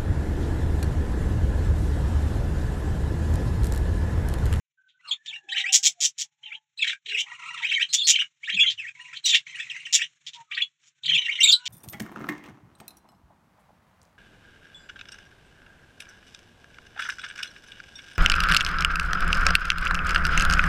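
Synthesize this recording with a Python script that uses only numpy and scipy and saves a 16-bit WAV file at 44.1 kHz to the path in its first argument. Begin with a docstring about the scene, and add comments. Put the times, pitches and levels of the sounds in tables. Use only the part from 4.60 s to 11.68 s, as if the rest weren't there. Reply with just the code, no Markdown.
'''Budgerigars warble and scold in an aviary, heard from inside a clay nesting pot.
The syrinx sounds gliding syllables and held whistles, hoarse when its membrane flutters; soft chatter,
harsh pulsed rasps and a faint scratch of claws run between them. The pot resonates with the calls,
is bumped once and later booms softly; a faint ringing follows the last loud squeal.
Other birds call far off over the blur of the flock, and a noise suppressor shuts the pauses.'''
import sys
import numpy as np
from scipy import signal
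from scipy.fft import rfft, irfft, next_fast_len
from scipy.io import wavfile
from scipy.ndimage import uniform_filter1d, minimum_filter1d

SR = 44100
rng = np.random.default_rng(int(sys.argv[2]) if len(sys.argv) > 2 else 0)


def put_to_file(sound):
    """Save the sound as 16-bit audio at rate SR, in the file named by the first command-line argument."""
    columns = np.atleast_2d(sound).T  # one column per channel
    safe = np.clip(columns, -1, 1)
    whole_steps = np.round(safe * 32767)
    wavfile.write(sys.argv[1], SR, whole_steps.astype(np.int16))


N = 312228


def syrinx(hz, db, rough, overtone_db, flutter_hz=760, waver=.034, wobble=.15):
    """Modulation: a fluttering membrane puts sidebands around a harmonic tone and makes it hoarse."""
    # spectra of the overtones and of the breath: f/Hz, gain/dB
    overtone_colour = [(3500, -36), (4700, 7.5), (5800, 2.5), (7000, 3.5), (7900, 4), (8800, -13.5),
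                       (10500, -30.5), (15000, -12.5)]
    breath_colour = [(4900, -15), (5600, 1), (8200, -1), (9500, -21)]
    n = len(hz)
    t = np.arange(n) / SR
    hz = hz * (1 + waver * wander(n, 99) + wobble * rough * wander(n, 500))
    phase = phase_of(hz)
    flutter = phase_of(flutter_hz * (1 + .17 * wander(n, 70)))
    strength = np.exp(.096 * rough * wander(n, 240)) * gain_of(3.5 * wander(n, 31))
    sidebands = 1.6 * rough * sum(wander(n, 80) * np.sin(phase + side * flutter) for side in (-1, 1))
    fluttered = phase + rough * np.sin(flutter)
    harmonics = strength * sum(np.sin(k * fluttered) * (k * hz < SR / 2) / k for k in range(2, 7))
    breath = coloured(.085 * rough * strength * rng.standard_normal(n), breath_colour)
    overtones = coloured(unit_rms(harmonics) + breath, overtone_colour)
    voice = unit_rms(strength * (np.sin(phase) + sidebands)) + gain_of(overtone_db) * unit_rms(overtones)
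    return gain_of(db) * unit_rms(voice * fade(t, t[-1] - .01, .007, .01))


def syllables(throat_hz=2850, off_throat_db_per_octave=-2.5, inflect_hz=55, hoarse_overtone_db=7):
    """Resonance: a gliding note grows louder as its pitch nears the resonance of the throat."""
    # t/s, length/s, relative level/dB, start f/Hz, middle f/Hz, end f/Hz, roughness (0-1)
    glides = [(0.672, 0.043, -35, 3516, 3415, 2560, 0.1), (.724, 0.039, -36, 2090, 2770, 2760, 0.1),
              (0.885, 0.049, -32, 2333, 3457, 3930, 0.2), (0.919, 0.031, -31.5, 1821, 2065, 3280, 0),
              (0.947, 0.025, -31.5, 1608, 1787, 2660, .15), (0.954, 0.029, -25.5, 2927, 2997, 3880, 0.15),
              (0.977, 0.044, -24.5, 3015, 2912, 2954, 0.5), (1.038, 0.069, -26, 1885, 2543, 3120, 0.1),
              (1.83, 0.084, -43, 3047, 2814, 1970, 0.16), (1.913, 0.044, -36, 1934, 2876, 3160, 0.12),
              (2.187, 0.02, -31, 2850, 2600, 2840, 0.04), (2.209, 0.023, -24, 3363, 3446, 3040, 0.1),
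              (2.219, 0.015, -21, 2973, 2400, 2122, 0), (2.239, 0.019, -28.5, 3067, 2568, 1780, 0.5),
              (2.262, 0.033, -26, 2233, 2906, 3070, 0.7), (2.286, 0.046, -28, 2124, 2747, 1920, 0.51),
              (2.456, 0.053, -35.5, 2860, 3290, 3000, 0.5), (2.489, 0.035, -31.5, 2720, 2910, 1700, 0.2),
              (2.526, 0.043, -25.5, 2910, 2618, 1970, 0.06), (2.566, 0.05, -24, 2540, 2943, 2930, 0.22),
              (2.97, 0.069, -36, 2494, 2860, 2930, 0.45), (3.025, 0.049, -24, 1844, 2468, 3270, 0.1),
              (3.084, 0.026, -28.5, 2717, 3225, 3630, 0.2), (3.108, 0.015, -23.5, 2830, 2474, 1890, 0.1),
              (3.12, 0.031, -22, 2547, 3126, 3460, 0.2), (3.154, 0.028, -22, 2242, 2130, 1820, 0),
              (3.191, 0.037, -20.5, 2147, 2650, 3420, 0.2), (3.516, 0.044, -23.5, 2390, 3020, 1975, 0.04),
              (3.555, 0.015, -23, 3980, 2940, 2590, 0.2), (3.584, 0.032, -19.5, 2345, 2888, 2900, 0.1),
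              (3.613, 0.013, -28.5, 2755, 1676, 1090, 0.8), (3.829, 0.041, -36.5, 1790, 3150, 3940, 0.1),
              (3.872, 0.03, -26.5, 1716, 2110, 3620, .2), (3.897, 0.017, -31, 1935, 1722, 2660, 0),
              (3.919, 0.034, -26.5, 2905, 3227, 3070, 0.2), (3.963, 0.052, -18, 2643, 2543, 2890, 0.02),
              (3.993, 0.047, -17.5, 3104, 3400, 2850, 0), (4.029, 0.028, -27.5, 2687, 2032, 2570, 0.2),
              (4.059, 0.029, -21, 3065, 3168, 3070, 0.15), (4.175, 0.083, -33.5, 3003, 2373, 1686, 0.07),
              (4.26, 0.032, -35, 1680, 2600, 2540, 0.1), (4.525, 0.052, -36.5, 1717, 3087, 3160, 0.4),
              (4.71, 0.034, -26, 3530, 2466, 2400, 0.2), (4.734, 0.02535, -17, 3252, 2744, 2950, 0.2),
              (4.967, .065, -33, 1470, 2540, 2397, 0.32), (5.096, 0.023, -32, 3230, 2654, 2400, 0.13),
              (5.161, 0.015, -34, 2477, 2075, 1860, 0.18), (5.25, 0.017, -34, 3460, 2889, 2450, 0.19),
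              (5.358, 0.039, -29.5, 3096, 2684, 2290, 0.28), (5.396, 0.049, -25.5, 1990, 2842, 3085, 0.23),
              (5.909, 0.044, -31.5, 2237, 2953, 3560, 0.38), (5.965, 0.028, -26.5, 1720, 2804, 2685, 0.46),
              (5.999, 0.017, -26, 1893, 2535, 3100, 0), (6.433, 0.019, -34, 3740, 3410, 2290, 0.23),
              (6.453, 0.016, -25.5, 3780, 3750, 3050, .35), (6.475, 0.029, -21, 2642, 3320, 3040, 0.2),
              (6.503, 0.0099, -27, 2770, 2360, 1630, 0.3), (6.514, 0.028, -22.5, 3170, 2980, 2630, 0.1),
              (6.533, 0.032, -19.5, 2880, 3427, 3270, 0.06), (6.546, 0.021, -18, 2870, 2637, 2380, 0.03),
              (6.571, 0.022, -18.5, 3260, 3025, 2970, 0.1), (6.61, 0.059, -28.5, 3145, 2920, 2770, 0.25),
              (6.678, 0.021, -22.5, 1850, 2054, 2650, 0.03), (6.708, 0.032, -29, 2780, 3094, 2930, 0.16),
              (6.751, 0.0305, -31, 2830, 2900, 3590, 0.29), (6.785, 0.013, -25.5, 2380, 2080, 1980, 0),
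              (6.834, 0.042, -23.5, 2567, 2250, 3040, 0.01)]
    # overtones of a clean note from phrase to phrase: t/s, level/dB
    brightness = [(1.05, -21), (1.9, -35.5), (2.25, -20.5), (4.0, -23), (5.3, -15), (6.0, -31), (6.6, -23)]
    mix = np.zeros(N)
    for start, length, db, start_hz, middle_hz, end_hz, rough in glides:
        u = progress(length)
        arch_hz = middle_hz - (start_hz + end_hz) / 2
        hz = start_hz + (end_hz - start_hz) * u + arch_hz * np.sin(np.pi * u)
        hz *= 1 + .1 * rough * np.sin(2 * np.pi * (inflect_hz * length * u + rng.random()))
        throat_db = off_throat_db_per_octave * abs(np.log2(hz / throat_hz))
        overtone_db = np.interp(start, *np.transpose(brightness)) + hoarse_overtone_db * rough
        add(mix, start, syrinx(hz, db + throat_db - throat_db.mean(), rough, overtone_db))
    return mix


def whistles(rough=.094):
    """Nearly periodic oscillation: with little flutter the syrinx holds a clean, slightly sliding note."""
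    # t/s, length/s, relative level/dB, start f/Hz, end f/Hz, overtone level/dB
    notes = [(0.472, 0.03, -37.5, 4300, 3730, -15.5), (0.508, 0.028, -22, 3437, 3570, -21),
             (2.172, 0.0352, -37, 4280, 3800, -18), (3.286, 0.043, -37.5, 4040, 4410, -21),
             (3.34, 0.05, -25, 3500, 3516, -18), (3.39, 0.032, -21.5, 3576, 3540, -22.5),
             (3.429, 0.043, -24.5, 4440, 4190, -22.5), (4.638, 0.025, -25.5, 4195, 3930, -13),
             (4.651, 0.018, -20.5, 2898, 2790, 4.5), (4.661, 0.083, -20.5, 3913, 3395, -15.5),
             (6.017, 0.005, -17, 3266, 3290, -28.5), (6.801, 0.026, -17, 2676, 3245, -10.5),
             (6.828, 0.032, -12, 3710, 3525, -5), (6.872, 0.039, -12, 3700, 3535, -11.5),
             (6.912, 0.014, -15.5, 4916, 4210, -18.5), (6.922, 0.022, -10.5, 3840, 4095, -19.5)]
    mix = np.zeros(N)
    for start, length, db, start_hz, end_hz, overtone_db in notes:
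        hz = start_hz + (end_hz - start_hz) * progress(length)
        add(mix, start, syrinx(hz, db, rough, overtone_db))
    return mix


def rasps_and_scratch(pulse_hz=152, pitch_hz=3350, sweep=.39, jitter=.11):
    """Roughness by fast modulation: pulses of tone and noise fuse into a bird's rasp or a claw's scratch."""
    # rasps, and at 6.21 s a faint scratching of claws: t/s, length/s, relative level/dB, treble lift/dB
    bursts = [(0.283, 0.093, -58.5, -25.5), (0.659, 0.0071, -41, -11.5), (1.122, 0.033, -11, 9.5),
              (1.228, 0.044, -16.5, 7), (1.403, 0.054, -19.5, 7), (1.579, 0.04, -28.0, 4.5),
              (2.575, 0.033, -35.5, 11.5), (3.327, 0.019, -18.5, 7), (3.468, 0.038, -13, 4.5),
              (4.098, 0.027, -30, -16), (4.654, 0.053, -24.5, -3), (4.744, 0.021, -16.5, -14.5),
              (5.325, 0.031, -15.5, 4.5), (5.664, 0.023, -37, -8.5), (5.732, 0.032, -44, -10.5),
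              (6.21, 0.078, -55.5, 5.5), (7.054, 0.024, -30, -7.5)]
    # their spectrum: f/Hz, gain/dB
    burst_colour = [(900, -49.5), (1400, -30), (1900, -6.5), (3300, 0.5), (4000, 1), (4600, -2), (5500, 2),
                    (7000, -1), (7900, -6.5), (8900, -24.5), (15000, -31.5)]
    mix = np.zeros(N)
    for start, length, db, treble_db in bursts:
        t = times(length + .017)
        cycle = np.cumsum(pulse_hz * (1 + jitter * wander(len(t), 120))) / SR % 1
        phase = phase_of(pitch_hz * (1 + sweep * (.35 - cycle) + .06 * wander(len(t), 1100)))
        tone = unit_rms(sum(a * np.sin(k * phase) for k, a in enumerate([1, 1, .72, .34], 1)))
        pulses = (tone + 2 * rng.standard_normal(len(t))) * (.61 + fade(cycle, .41, .01, .12))
        burst = coloured(coloured(pulses, burst_colour), [(3800, 0), (6000, treble_db)])
        swell = gain_of((5 + treble_db) * np.minimum(t / length, 1))  # bright bursts grow, dull ones sink
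        add(mix, start, gain_of(db) * unit_rms(burst * swell * fade(t, length - .003, .0043, .021)))
    return mix


def chatter(birds=2, pitch_hz=1200, pitch_spread=.21, turn_hz=42, spread_db=5):
    """Superposition: low, overtone-rich voices bend and flicker independently and sum to a babble."""
    # t/s, length/s, relative level/dB, fundamental level/dB
    bouts = [(0.387, 0.16, -52.5, -4.5), (2.658, 0.18, -42, 2), (2.83, 0.18, -37.5, 1),
             (4.348, 0.17, -45, -21), (4.863, 0.1035, -38.5, -25.5), (5.019, 0.3, -42.5, -23.5)]
    # harmonics from the second up: level/dB
    harmonic_dbs = [8, -6.5, -12, -18.5, -12.5, -36]
    mix = np.zeros(N)
    for start, length, db, fundamental_db in bouts:
        t = times(length + .005)
        n = len(t)
        babble = np.zeros(n)
        for _ in range(birds):
            bend = pitch_spread * np.tanh(wander(n, turn_hz))
            phase = phase_of(pitch_hz * (1 + bend + .021 * wander(n, 750)))
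            voice = sum(gain_of(part_db + spread_db * np.tanh(wander(n, turn_hz))) * np.sin(k * phase)
                        for k, part_db in enumerate([fundamental_db, *harmonic_dbs], 1))
            babble += voice * gain_of(spread_db * wander(n, turn_hz))
        add(mix, start, gain_of(db) * unit_rms(babble * fade(t, length, .01, .0057)))
    return mix


def cage_walls(x):
    """Interference: each glide beats with its own delayed reflections."""
    # delay t/s, level/dB
    reflections = [(.0068, -11), (0.0136, -20), (.024, -18.5)]
    mix = x.copy()
    for delay, db in reflections:
        add(mix, delay, gain_of(db) * x)
    return mix


def pot_cavity(x, width_hz=38):
    """Cavity resonance: the air in the pot rings at its natural frequencies."""
    # f/Hz, gain/dB
    modes = [(3160, 6.5), (3600, 0.5), (3927, -1), (4695, 0.5), (5656, 4), (7011, 6.5)]
    return sum(gain_of(db) * signal.lfilter(*signal.iirpeak(hz, hz / width_hz, SR), x) for hz, db in modes)


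def pot_walls(x):
    """Selective attenuation: the pot's walls hollow out a band of the treble."""
    # f/Hz, gain/dB
    notch = [(4100, 1.5), (4850, -7.5), (5500, 1)]
    return coloured(x, notch)


def thumps():
    """Damped oscillation: low resonances of the pot swell under a push and decay exponentially."""
    # t/s, rise/s, peak level/dB, f/Hz, T60/s
    pushes = [(3.928, 0.0317, -39.5, 212, 0.076), (3.945, 0.037, -53.5, 105.6, 1),
              (6.428, 0.1378, -42.5, 145.6, 0.062)]
    mix, t = np.zeros(N), times(.5)
    for start, rise, db, hz, t60 in pushes:
        envelope = np.minimum(t / rise, 1) * gain_of(db - 60 * np.maximum(t - rise, 0) / t60)
        add(mix, start, envelope * np.sin(phase_of(hz * (1 + .11 * wander(len(t), 60)))))
    return mix


def far_calls_and_ringing(arch_db=5, sway_db=4.5):
    """Random frequency modulation blurs faint tones, the more the wider they glide."""
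    # distant birds, and at 6.994 s a faint ringing near 2.8 kHz after the last loud squeal:
    # t/s, length/s, relative level/dB, start f/Hz, end f/Hz
    tones = [(0.168, 0.33, -63, 1560, 1456), (0.419, 0.08, -52, 1560, 867),
             (0.504, 0.76, -58.5, 1782, 1597), (0.691, 0.46, -55, 835, 779), (0.816, 0.026, -59, 400, 280),
             (1.237, 0.16, -64, 707, 717), (1.6, 0.5, -61, 844, 845), (2.455, 0.11, -59.5, 398, 443),
             (2.615, 0.014, -55, 826, 826), (2.982, 0.019, -53, 1047, 860), (4.355, 0.15, -59, 970, 1021),
             (5.739, 0.053, -53.5, 993, 844), (5.751, 0.27, -61, 1378, 1143),
             (6.317, 0.16, -66, 1594, 1435), (6.511, 0.57, -52.5, 1358, 1480), (6.429, 0.82, -63, 960, 988),
             (6.6, 0.189, -73.5, 364, 486), (6.994, 0.061, -52, 2905, 2780)]
    mix = np.zeros(N)
    for start, length, db, start_hz, end_hz in tones:
        t = times(length + .058)
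        glide_hz = end_hz + (start_hz - end_hz) * (1 - t / t[-1]) ** 1.3
        blur = .014 + .14 * abs(np.log(start_hz / end_hz))
        phase = phase_of(glide_hz * (1 + .012 * wander(len(t), 14) + blur * wander(len(t), 220)))
        tone = np.sin(phase) + .16 * np.sin(2 * phase)
        swell = gain_of(arch_db * np.sin(np.pi * t / t[-1]) + sway_db * wander(len(t), 9.9))
        add(mix, start, gain_of(db) * unit_rms(tone * swell * fade(t, length - .02, .016, .071)))
    return mix


def reverberate(x, t60s):
    """Diffuse reverberation: dense reflections decay exponentially, each band at its own rate."""
    hz, t, spectra = signal.stft(rng.standard_normal(SR // 2), SR, nperseg=128)
    decay = gain_of(-60 * t / at_frequency(t60s, hz)[:, None])
    tail = signal.istft(spectra * decay, SR, nperseg=128)[1]
    tail[:SR // 1000] = 0  # no reflection in the first millisecond
    return signal.fftconvolve(x, tail / np.linalg.norm(tail))[:N]


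def flock(restless_db=2):
    """Incoherent summation: many voices blur into noise, with the hollow note of the pot's mouth."""
    # course of the blur: t/s, level/dB
    levels = [(.3, -72.5), (.6, -65), (2.4, -67), (2.95, -56.5), (3.75, -63), (5.0, -58), (6.15, -63)]
    # its spectrum: f/Hz, gain/dB
    flock_colour = [(60, -16), (120, 1), (150, 8.5), (185, -11.5), (300, -12), (600, -17.5), (1200, -6),
                    (2300, 4), (3600, 1), (4700, -6), (7000, 1.5), (9200, -21), (15500, -33.5)]
    level_db = np.interp(np.arange(N) / SR, *np.transpose(levels)) + restless_db * wander(N, 27)
    return gain_of(level_db) * unit_rms(coloured(rng.standard_normal(N), flock_colour))


def gain_of(db):
    """Decibels to amplitude."""
    return 10 ** (np.asarray(db) / 20)


def unit_rms(x):
    """Scales to rms 1."""
    return x / np.sqrt(np.mean(x ** 2) + 1e-20)


def times(length):
    """Sample times in seconds."""
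    return np.arange(int(length * SR)) / SR


def progress(length):
    """Runs from 0 to 1 over a note and 8 ms of release."""
    return np.linspace(0, 1, int((length + .008) * SR))


def phase_of(hz):
    """Phase is the time integral of angular frequency."""
    return 2 * np.pi * np.cumsum(hz) / SR


def at_frequency(points, hz):
    """Interpolates (f/Hz, value) points on a log-frequency axis."""
    f, value = np.transpose(points)
    return np.interp(np.log(hz + 1), np.log(f + 1), value)


def coloured(x, points):
    """Filters x by an (f/Hz, gain/dB) spectrum."""
    size = next_fast_len(2 * len(x))
    response = gain_of(at_frequency(points, np.fft.rfftfreq(size, 1 / SR)))
    return irfft(rfft(x, size) * response, size)[:len(x)]


def wander(size, hz):
    """Random fluctuation of rms 1, low-passed at hz."""
    lowpass = signal.butter(2, hz, fs=SR, output="sos")
    return unit_rms(signal.sosfilt(lowpass, rng.standard_normal(size + SR // 20))[-size:])


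def fade(t, length, rise, fall):
    """Opens over rise, holds until length, closes over fall."""
    return np.sin(np.pi / 2 * np.clip(t / rise, 0, 1) * np.clip((length + fall - t) / fall, 0, 1)) ** 2


def add(mix, start, sound):
    """Mixes a sound in at start seconds."""
    part = mix[max(round(start * SR), 0):][:len(sound)]
    part += sound[:len(part)]


def scene():
    """Direct plus reverberant sound: near birds ring briefly in the pot and faintly in the aviary."""
    # reverberation of the aviary: f/Hz, T60/s
    aviary_t60s = [(200, 0.82), (2000, 0.69), (5000, 0.93), (12000, 0.48)]
    babble, bursts, faint = chatter(), rasps_and_scratch(), far_calls_and_ringing()
    highpass = signal.butter(8, 1520, "high", fs=SR, output="sos")
    warble = signal.sosfilt(highpass, pot_walls(syllables()) + whistles())
    near = gain_of(-4.5) * cage_walls(warble + pot_walls(babble)) + gain_of(-3) * bursts
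    pot_reverb = gain_of(-5) * reverberate(near, [(2000, .089), (8000, .098)])
    near = near + pot_reverb + gain_of(-3) * pot_cavity(near)
    echoes = gain_of(-40.5) * reverberate(near, aviary_t60s)
    faint = gain_of(-5) * faint + gain_of(-6.5) * reverberate(faint, [(300, .27), (2000, .06)])
    return (near + pot_walls(echoes + flock()) + faint + thumps())[None]


def record(dry, open_db=-47, depth_db=25, slope=1.02, hush_db=-100, ceiling=.73, edge_hz=15750):
    """Downward expansion: a noise suppressor turns faint sound down; a limiter and a low-pass follow."""
    # threshold above which steady tones are let through: f/Hz, level/dB
    tone_threshold = [(900, -63), (1700, -80), (3000, -60)]
    level_db = 10 * np.log10(abs(uniform_filter1d(dry[0] ** 2, size=900)) + 1e-12)
    cut_db = uniform_filter1d(np.clip(slope * (open_db - level_db), 0, depth_db), size=400)
    hz, t, spectra = signal.stft(dry[0], SR, nperseg=512, noverlap=384)
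    held = abs(uniform_filter1d(abs(spectra), size=5, axis=1)) + 1e-9
    tonal = np.clip((20 * np.log10(held) - at_frequency(tone_threshold, hz)[:, None]) / 7, 0, 1)
    spectra *= gain_of(-np.interp(t, np.arange(N) / SR, cut_db) * (1 - tonal))
    spectra *= held ** 2 / (held ** 2 + gain_of(hush_db) ** 2)  # hushes the faintest bands even in a call
    quiet = signal.istft(spectra, SR, nperseg=512, noverlap=384)[1][None, :N]
    safe_gain = np.minimum(1, ceiling / (abs(quiet) + 1e-9))
    limited = quiet * uniform_filter1d(minimum_filter1d(safe_gain, size=131), size=131)
    lowpass = signal.firwin(511, edge_hz, window=("kaiser", 9), fs=SR)
    return signal.oaconvolve(limited, lowpass[None], "same")


dry = scene()
out = record(dry)
put_to_file(out)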